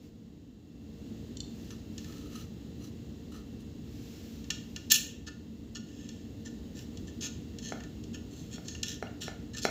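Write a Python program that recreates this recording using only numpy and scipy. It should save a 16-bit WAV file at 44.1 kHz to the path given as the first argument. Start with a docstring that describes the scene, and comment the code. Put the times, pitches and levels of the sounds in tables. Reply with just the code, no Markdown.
"""A pressure cooker lid is turned over by hand in a small room, and its safety valve is unscrewed.
Metal ticks and scrapes on metal and sets the lid ringing, once with a loud slip; a few dull knocks follow.
The valve's pin clicks and its loose body pings. Skin rubs over the lid and the handle sticks and creaks.
Underneath, a fan drones in the room's low resonances, with a faint hum and hiss."""
import sys
import numpy as np
from scipy import signal
from scipy.fft import rfft, irfft
from scipy.io import wavfile

SR = 44100
rng = np.random.default_rng(int(sys.argv[2]) if len(sys.argv) > 2 else 0)


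def transcribe(u):
    """Save the signal u as a 16-bit wav file named by the first command-line argument.

    u: samples, shape (n,) or (channels, n), limited to [-1, 1]; the rate is SR.
    q: integer samples, one column per channel.
    """
    v = np.clip(np.atleast_2d(u).T, -1, 1)
    q = np.round(v * 32767).astype(np.int16)
    wavfile.write(sys.argv[1], SR, q)


N = 427764
TIME = np.arange(N) / SR
BODY_HZ, EDGE_HZ = 2200, 8400   # a contact's "body" lies below the first, its "edge" above the second


def from_db(db):
    """Decibels to gain."""
    return 10 ** (np.asarray(db) / 20)


def at_hz(points, hz):
    """Read a table on a log-frequency axis."""
    f, value = np.transpose(points)
    return np.interp(np.log(np.maximum(hz, 1)), np.log(f), value)


def add(track, s, sound):
    """Mix a sound in at time s."""
    start = round(s * SR)
    track[start:start + len(sound)] += sound[:N - start]


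def butter(x, order, hz, kind):
    """Butterworth low-, high- or band-pass."""
    return signal.sosfilt(signal.butter(order, hz, kind, fs=SR, output="sos"), x)


def shelved(x, hz, gain_db):
    """Raise or lower everything above hz."""
    low, high = (butter(butter(x, 4, hz, kind), 4, hz, kind) for kind in ("low", "high"))
    return low + from_db(gain_db) * high


def coloured(x, spectrum, size=2048):
    """Minimum-phase EQ that leaves white noise its power."""
    gain = from_db(at_hz(spectrum, np.fft.rfftfreq(size, 1 / SR)))
    cepstrum = irfft(np.log(gain))
    cepstrum[1:size // 2] *= 2
    cepstrum[size // 2 + 1:] = 0
    response = irfft(np.exp(rfft(cepstrum)))
    return signal.oaconvolve(x, response / np.linalg.norm(response))[:len(x)]


def ring(force, modes):
    """A click sets each mode ringing as a dying sine."""
    out = 0
    for hz, db, t60 in modes:
        r, w = from_db(-60 / (t60 * SR)), 2 * np.pi * hz / SR
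        out += from_db(db) * signal.lfilter([0, np.sin(w)], [1, -2 * r * np.cos(w), r * r], force + 1e-18)
    return out


def resonate(x, peaks):
    """Parallel resonances that leave white noise about its power."""
    out, power = 0, 0
    for hz, width, db in peaks:
        r, w = np.exp(-np.pi * width / SR), 2 * np.pi * hz / SR
        band = signal.lfilter([1, 0, -1], [1, -2 * r * np.cos(w), r * r], x + 1e-18)
        out += from_db(db) * (1 - r * r) / 2 * band
        power += from_db(db) ** 2 * (1 - r)
    return out / np.sqrt(power)


def rms_one(x):
    """Scale to rms 1."""
    return x / np.sqrt(np.mean(x ** 2) + 1e-20)


def voiced(force, body_db, edge_db, edge_hz):
    """A firm contact drives the low body modes; a sharp one drives the top."""
    return from_db(body_db) * shelved(shelved(force, BODY_HZ, -body_db), edge_hz, edge_db)


def chatter(rise_s, size=2048):
    """Tiny bounces that swell and die within milliseconds and shake all pitches about evenly; energy 1."""
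    age = TIME[:size] / rise_s
    spectrum = rfft(rng.standard_normal(size) * age * np.exp(-age))
    flattened = irfft(spectrum / np.abs(spectrum) ** .75)
    burst = flattened * np.exp(-(age / 8) ** 2)
    return burst / np.linalg.norm(burst)


def touches(rows):
    """Force of metal tapping metal, one chatter per row of t/s, level/dB, body/dB, edge/dB."""
    force = np.zeros(N)
    for s, db, body_db, edge_db in rows:
        burst = chatter(rise_s=.0018) * np.sqrt(.007 * SR)
        add(force, s, from_db(db) * voiced(burst, body_db, edge_db, EDGE_HZ))
    return force


def strokes(rows, edge_hz, slips_per_s, slip_db, spot_share, stretch=1.625, size=48):
    """Sliding force: grit that swells quickly, fades slowly, and sticks and slips on the way."""
    force = np.zeros(N)
    for s, length, db, body_db, edge_db in rows:
        grip, grain, texture = rng.standard_normal((3, SR // 2))
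        t = TIME[:int(np.clip(length * stretch * SR, size, SR // 2))]
        swell = np.sin(np.pi * (t / t[-1]) ** .62)
        slips = from_db(slip_db * np.interp(t * slips_per_s, np.arange(SR // 2), np.clip(grip, -1.5, 1.5)))
        rub = swell * slips * grain[:len(t)] ** 3
        # every spot of contact colours the stroke in its own way
        spot = signal.unit_impulse(size) + spot_share * texture[:size] / np.sqrt(size)
        stroke = rms_one(np.convolve(rub, spot))
        add(force, s, from_db(db) * voiced(stroke, body_db, edge_db, edge_hz))
    return force


# the room's boom under the fan: f/Hz, width/Hz, relative level/dB
ROOM_BOOMS = [(44.3, 1, -8), (61.5, 13, -1), (79.2, 5.3, 3), (92, 3.3, -0.5), (106, 16, -4),
              (116.8, 6, -0.5), (149.4, 20, -11.5), (169, 11, -1), (218.8, 11, 0.5), (231.1, 14, 2.5),
              (253, 21, -7.5), (278.5, 8.5, -10), (294.4, 11.6, -0.5), (334.3, 4.7, -6.5), (392.4, 26, -12)]
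# EQ of the fan's air: f/Hz, relative level/dB
AIR_EQ = [(20, -31), (35, -31), (55, -5.5), (120, -1), (280, -1), (360, -13), (460, -8.5), (520, -15.5),
          (700, -19.5), (1000, -28), (2000, -39.5), (8000, -75.5)]
def fan():
    """Moving air, gathered into the room's low resonances."""
    booms = sum(from_db(db) * np.sqrt(width) * resonate(rng.standard_normal(N), [(hz, width, 0)])
                for hz, width, db in ROOM_BOOMS)
    booms = rms_one(butter(booms, 4, [42, 490], "band"))
    air = coloured(rng.standard_normal(N), AIR_EQ, size=16384)
    return from_db(-1) * booms + from_db(-7) * air


# the fan motor's tones: f/Hz, level/dB
MOTOR_TONES = [(462, -61), (2708, -73.5), (3973, -77.5)]
def hum(waver_db=2, waver_per_s=5):
    """The fan's motor adds a few faint tones that waver in level."""
    out = 0
    for hz, db in MOTOR_TONES:
        waver = np.interp(TIME * waver_per_s, np.arange(SR), rng.standard_normal(SR))
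        out += from_db(db + waver_db * waver) * np.sin(2 * np.pi * hz * TIME)
    return out


# fader ride of the drone, which dips after the loud slip and creeps back: t/s, level/dB
DRONE_RIDE = [(0, -49), (.62, -50.5), (1.1, -42.5), (5.1, -44.5), (5.25, -46.5), (6.95, -42), (9.7, -43.5)]
# EQ of the room's faint hiss: f/Hz, relative level/dB
HISS_EQ = [(590, -33), (1000, -7), (1290, -7), (1670, -6.5), (1830, -2), (2410, -8), (2800, -1),
           (3030, -1.5), (3950, -1.5), (6170, -8), (6760, -2), (9420, -24.5), (15400, -12)]
def background(hiss_db_per_db=1.23):
    """Room tone: drone, hum and hiss rise and fall together, the hiss a little further."""
    gain = from_db(np.interp(TIME, *np.transpose(DRONE_RIDE)))
    swing = gain / np.median(gain)
    hiss = from_db(-63) * coloured(rng.standard_normal(N), HISS_EQ)
    return gain * fan() + swing * hum() + swing ** hiss_db_per_db * hiss


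# reverb time of the small room: f/Hz, t60/s
ROOM_DECAY = [(300, 0.26), (1000, .45), (3000, 0.49), (7000, 0.37), (14000, 0.3)]
def room(x, predelay_s=.0034, size=32768):
    """Diffuse echoes off bare walls, longest in the upper mids and shorter at both ends."""
    t, hz = TIME[:size], np.fft.rfftfreq(size, 1 / SR)
    noise, tail = rfft(rng.standard_normal(size)), 0
    crossovers_hz = [1, 500, 1500, 4000, 8000, 22050]
    for low, high in zip(crossovers_hz, crossovers_hz[1:]):
        band = irfft(noise * (hz >= low) * (hz < high))
        tail += band * from_db(-60 * t / at_hz(ROOM_DECAY, (low + high) / 2))
    tail *= np.clip(t / predelay_s - 1, 0, 1)
    return signal.oaconvolve(x, tail / np.linalg.norm(tail))[:N]


# finger slides over the lid: centre t/s, length/s, level/dB
FINGER_SLIDES = [(0.052, .12, -68), (1.66, 0.37, -61.5), (2.115, 0.46, -58.5), (2.38, 0.19, -56),
                 (2.857, 0.1, -60.5), (3.36, .12, -62.5), (4.156, 0.72, -59), (4.703, 0.98, -65.5),
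                 (6.81, 0.11, -62), (7.72, .3, -68.5), (8.55, 0.61, -66)]
# EQ of skin on metal: f/Hz, relative level/dB
SKIN_EQ = [(300, -1.5), (700, -8.5), (1400, -5), (2300, -1.5), (2900, 2.5), (4200, 1), (5500, 1),
           (7300, -2), (8300, -16.5), (9400, -20), (12000, -13.5), (15300, -9.5)]
def skin(spread_db=2):
    """Fingers hiss over the metal and faintly wake its modes; each slide speeds up, then slows."""
    speed = np.zeros(N)
    for s, length, db in FINGER_SLIDES:
        speed += from_db(db) * np.cos(np.pi * np.clip((TIME - s) / length, -.5, .5))
    # rough surfaces meet in countless tiny impacts of uneven size
    grit = rng.standard_normal(N) * from_db(spread_db * np.clip(rng.standard_normal(N), -2, 2))
    force = speed * shelved(rms_one(grit), EDGE_HZ, gain_db=5)
    return coloured(force, SKIN_EQ) + from_db(-49) * ring(force, HELD_LID_MODES)


# creaks as the grip shifts: t/s, length before stretch/s, level/dB, body/dB
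CREAK_CUES = [(1.697, 0.028, -59.5, 5), (2.03, 0.3, -65.5, 0), (2.315, 0.075, -56, -2.5),
              (2.792, 0.069, -60.5, -5.5), (3.313, .07, -61, 4), (3.595, 0.023, -63.5, -10)]
# the handle's resonances: f/Hz, width/Hz, relative level/dB
HANDLE_PEAKS = [(1290, 80, 0), (1790, 50, -7), (2870, 250, -7), (4030, 150, -5), (5950, 140, -4),
                (10000, 150, -20), (14480, 150, -19)]
def creaks(edge_db=2):
    """The handle sticks and slips against the lid."""
    grips = [(*creak, edge_db) for creak in CREAK_CUES]
    force = strokes(grips, edge_hz=5000, slips_per_s=180, slip_db=6, spot_share=.45)
    return resonate(force, HANDLE_PEAKS)


# dull knocks: t/s, level/dB, treble/dB (flat at neutral_treble_db)
KNOCK_CUES = [(7.722, -22, -14), (8.582, -35.5, -15), (9.026, -21.5, -13.5), (9.281, -25, -8.5),
              (9.652, -11.5, -5)]
# the lid with its handle, knocked: f/Hz, level/dB, t60/s
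THUD_MODES = [(468, -15, 0.048), (690, -0.5, 0.0091), (1402, -7, 0.013), (1720, -14, 0.017),
              (2080, -14, 0.0095), (4070, -19, 0.017), (5580, -22, 0.033), (7400, -57, 0.024)]
def knocks(neutral_treble_db=-10):
    """Each knock is one push into heavily damped modes; softer ones tend to be duller."""
    force = np.zeros(N)
    for s, db, treble_db in KNOCK_CUES:
        push = shelved(signal.unit_impulse(512), 2330, treble_db - neutral_treble_db)
        add(force, s, from_db(db) * push)
    return butter(ring(force, THUD_MODES), 2, 170, "high")   # a small lid radiates no deep bass


# a finger presses and frees the valve's pin: t/s, level/dB
PIN_CUES = [(1.369, -42), (1.403, -36)]
# the pin in its housing: f/Hz, level/dB, t60/s
VALVE_PIN_MODES = [(3100, -4, .012), (3600, 1, .018), (4350, 3, .02), (4800, -4, .012), (5700, -2, .018),
                   (6500, -1, .02), (7250, 2, .02), (11200, -22, .03)]
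def pin():
    """The small pin rattles against its stop: a dry, high tick with no body."""
    force = np.zeros(N)
    for s, db in PIN_CUES:
        add(force, s, from_db(db) * chatter(rise_s=.001))
    return butter(ring(force, VALVE_PIN_MODES), 6, [2900, 7800], "band")


# pings of the loose valve body: t/s, level/dB
PING_CUES = [(4.503, -29.5), (4.762, -36.5), (7.803, -48), (8.751, -38.5), (8.832, -40), (9.07, -43)]
def pings(hz=2814, t60_s=.05):
    """The valve body rings with one short note of its own."""
    force = np.zeros(N)
    for s, db in PING_CUES:
        force[round(s * SR)] += from_db(db)
    return ring(force, [(hz, 0, t60_s)])


# turns of the valve: t/s, length before stretch/s, level/dB, body/dB
SCRAPE_CUES = [(4.933, 0.025, -25, -17), (5.264, 0.019, -45.5, 6.5), (5.747, 0.025, -45, 6.5),
               (5.849, 0.28, -61.5, -0.5), (6.448, 0.027, -50, 5), (6.747, 0.063, -52.5, -1),
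               (7.068, 0.027, -54.5, 5), (7.206, 0.054, -38.5, 0.5), (7.615, 0.085, -48.5, 0.5),
               (8.131, 0.026, -49.5, 5), (8.297, 0.12, -58, -7), (8.507, 0.047, -49, -1),
               (8.641, 0.11, -52, 2.5), (8.851, 0.073, -43, -4.5), (9.205, 0.038, -41, -4),
               (9.239, 0.053, -51, 2), (9.534, 0.02, -47, 6.5), (9.562, 0.028, -41.5, -3),
               (9.614, 0.043, -40, -9)]
def scrapes(edge_db=-3.5, edge_per_body=.68):
    """Force of the valve grinding in its seat; the firmer the contact, the duller its top."""
    turns = [(s, length, db, body_db, edge_db - edge_per_body * body_db)
             for s, length, db, body_db in SCRAPE_CUES]
    return strokes(turns, EDGE_HZ, slips_per_s=490, slip_db=3.5, spot_share=.54)


# metal ticks on the lid: t/s, level/dB, body/dB
TICK_CUES = [(1.705, -47.5, 7.5), (1.979, -39.5, -7), (2.043, -48.5, 4), (2.122, -54, 5), (2.168, -61, 8),
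             (4.441, -51, -1), (4.5028, -26, 0), (4.761, -36.5, 1.5), (6.089, -44, -4), (6.971, -46, -16),
             (7.585, -41.5, -6), (7.803, -51.5, 16), (7.835, -48.5, 9.5), (8.037, -49, -16),
             (8.682, -36.5, -5), (8.748, -46.5, 6), (8.83, -26, -7)]
def ticks(edge_db=-6):
    """Force of single light touches, all about equally sharp."""
    return touches([(*tick, edge_db) for tick in TICK_CUES])


def slip(s=4.9175, gap_s=.0043, db=-15.5, rise_db=4, fall_db=12.5, body_db=-5):
    """Force of the valve slipping: quick contacts build to a hard, bright hit, die away and rebound."""
    build_edge_db, hit_edge_db = -2, 11.5
    build = [(s - k * gap_s, db - k * rise_db, body_db, build_edge_db) for k in range(1, 5)]
    hit = [(s + k * gap_s, db - k * fall_db, body_db, hit_edge_db) for k in range(3)]
    rebound = [(s + .0315, -34, body_db, hit_edge_db)]
    # zing: these hard contacts reach the very top of the lid's modes
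    return shelved(touches(build + hit + rebound), hz=12600, gain_db=4)


# EQ of the lid's clack: f/Hz, relative level/dB
CLACK_EQ = [(500, -54.5), (1000, -5.5), (1400, -6.5), (2100, -9.5), (2800, 7.5), (4200, 0.5), (4900, 1.5),
            (6300, 4.5), (7400, 4.5), (8100, -23.5), (10000, -14.5), (15500, -24.5)]
# the lid's ring, damped by the hand that holds it: f/Hz, relative level/dB, t60/s
HELD_LID_MODES = [(1280, -8, .09), (1446, -2, .1), (1777, -0.5, 0.19), (1795, 4, .05), (2360, -1, 0.054),
                  (2750, 0.5, 0.1), (2955, 4.5, 0.036), (3387, 2, 0.14), (4080, -12, 0.062),
                  (4367, 10, 0.033), (4780, -3.5, .05), (5470, -5.5, .1), (5530, -0.5, 0.095),
                  (5640, 1.5, 0.039), (6170, 4.5, 0.021), (6520, 3.5, .06), (6900, -12.5, 0.083),
                  (7040, -8.5, 0.15), (7280, -0.5, 0.061), (10330, -16.5, .1), (11000, -3, 0.016),
                  (13500, 2, 0.015), (14710, -9.5, .04), (15250, -2.5, .016)]
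def lid(force):
    """Dense, quickly damped modes give the clack; a few lasting ones give the clink."""
    clack = from_db(-3.5) * coloured(force, CLACK_EQ)
    clink = from_db(-41) * ring(force, HELD_LID_MODES)
    return butter(clack + clink, 3, 1080, "high")   # little radiates below the lowest mode


def scene():
    """The handled lid up close, its echoes and the fan, in mono."""
    metal = pin() + pings() + lid(slip() + ticks() + scrapes())
    handle = creaks()
    thuds = knocks()
    reverb = room(from_db(-8.5) * (metal + handle) + from_db(-5.5) * thuds)
    return (metal + handle + thuds + reverb + skin() + background())[None]


def record(dry):
    """A steep high cut at 15550 Hz."""
    return signal.sosfilt(signal.ellip(14, .2, 100, 15550, fs=SR, output="sos"), dry)


dry = scene()
out = record(dry)
transcribe(out)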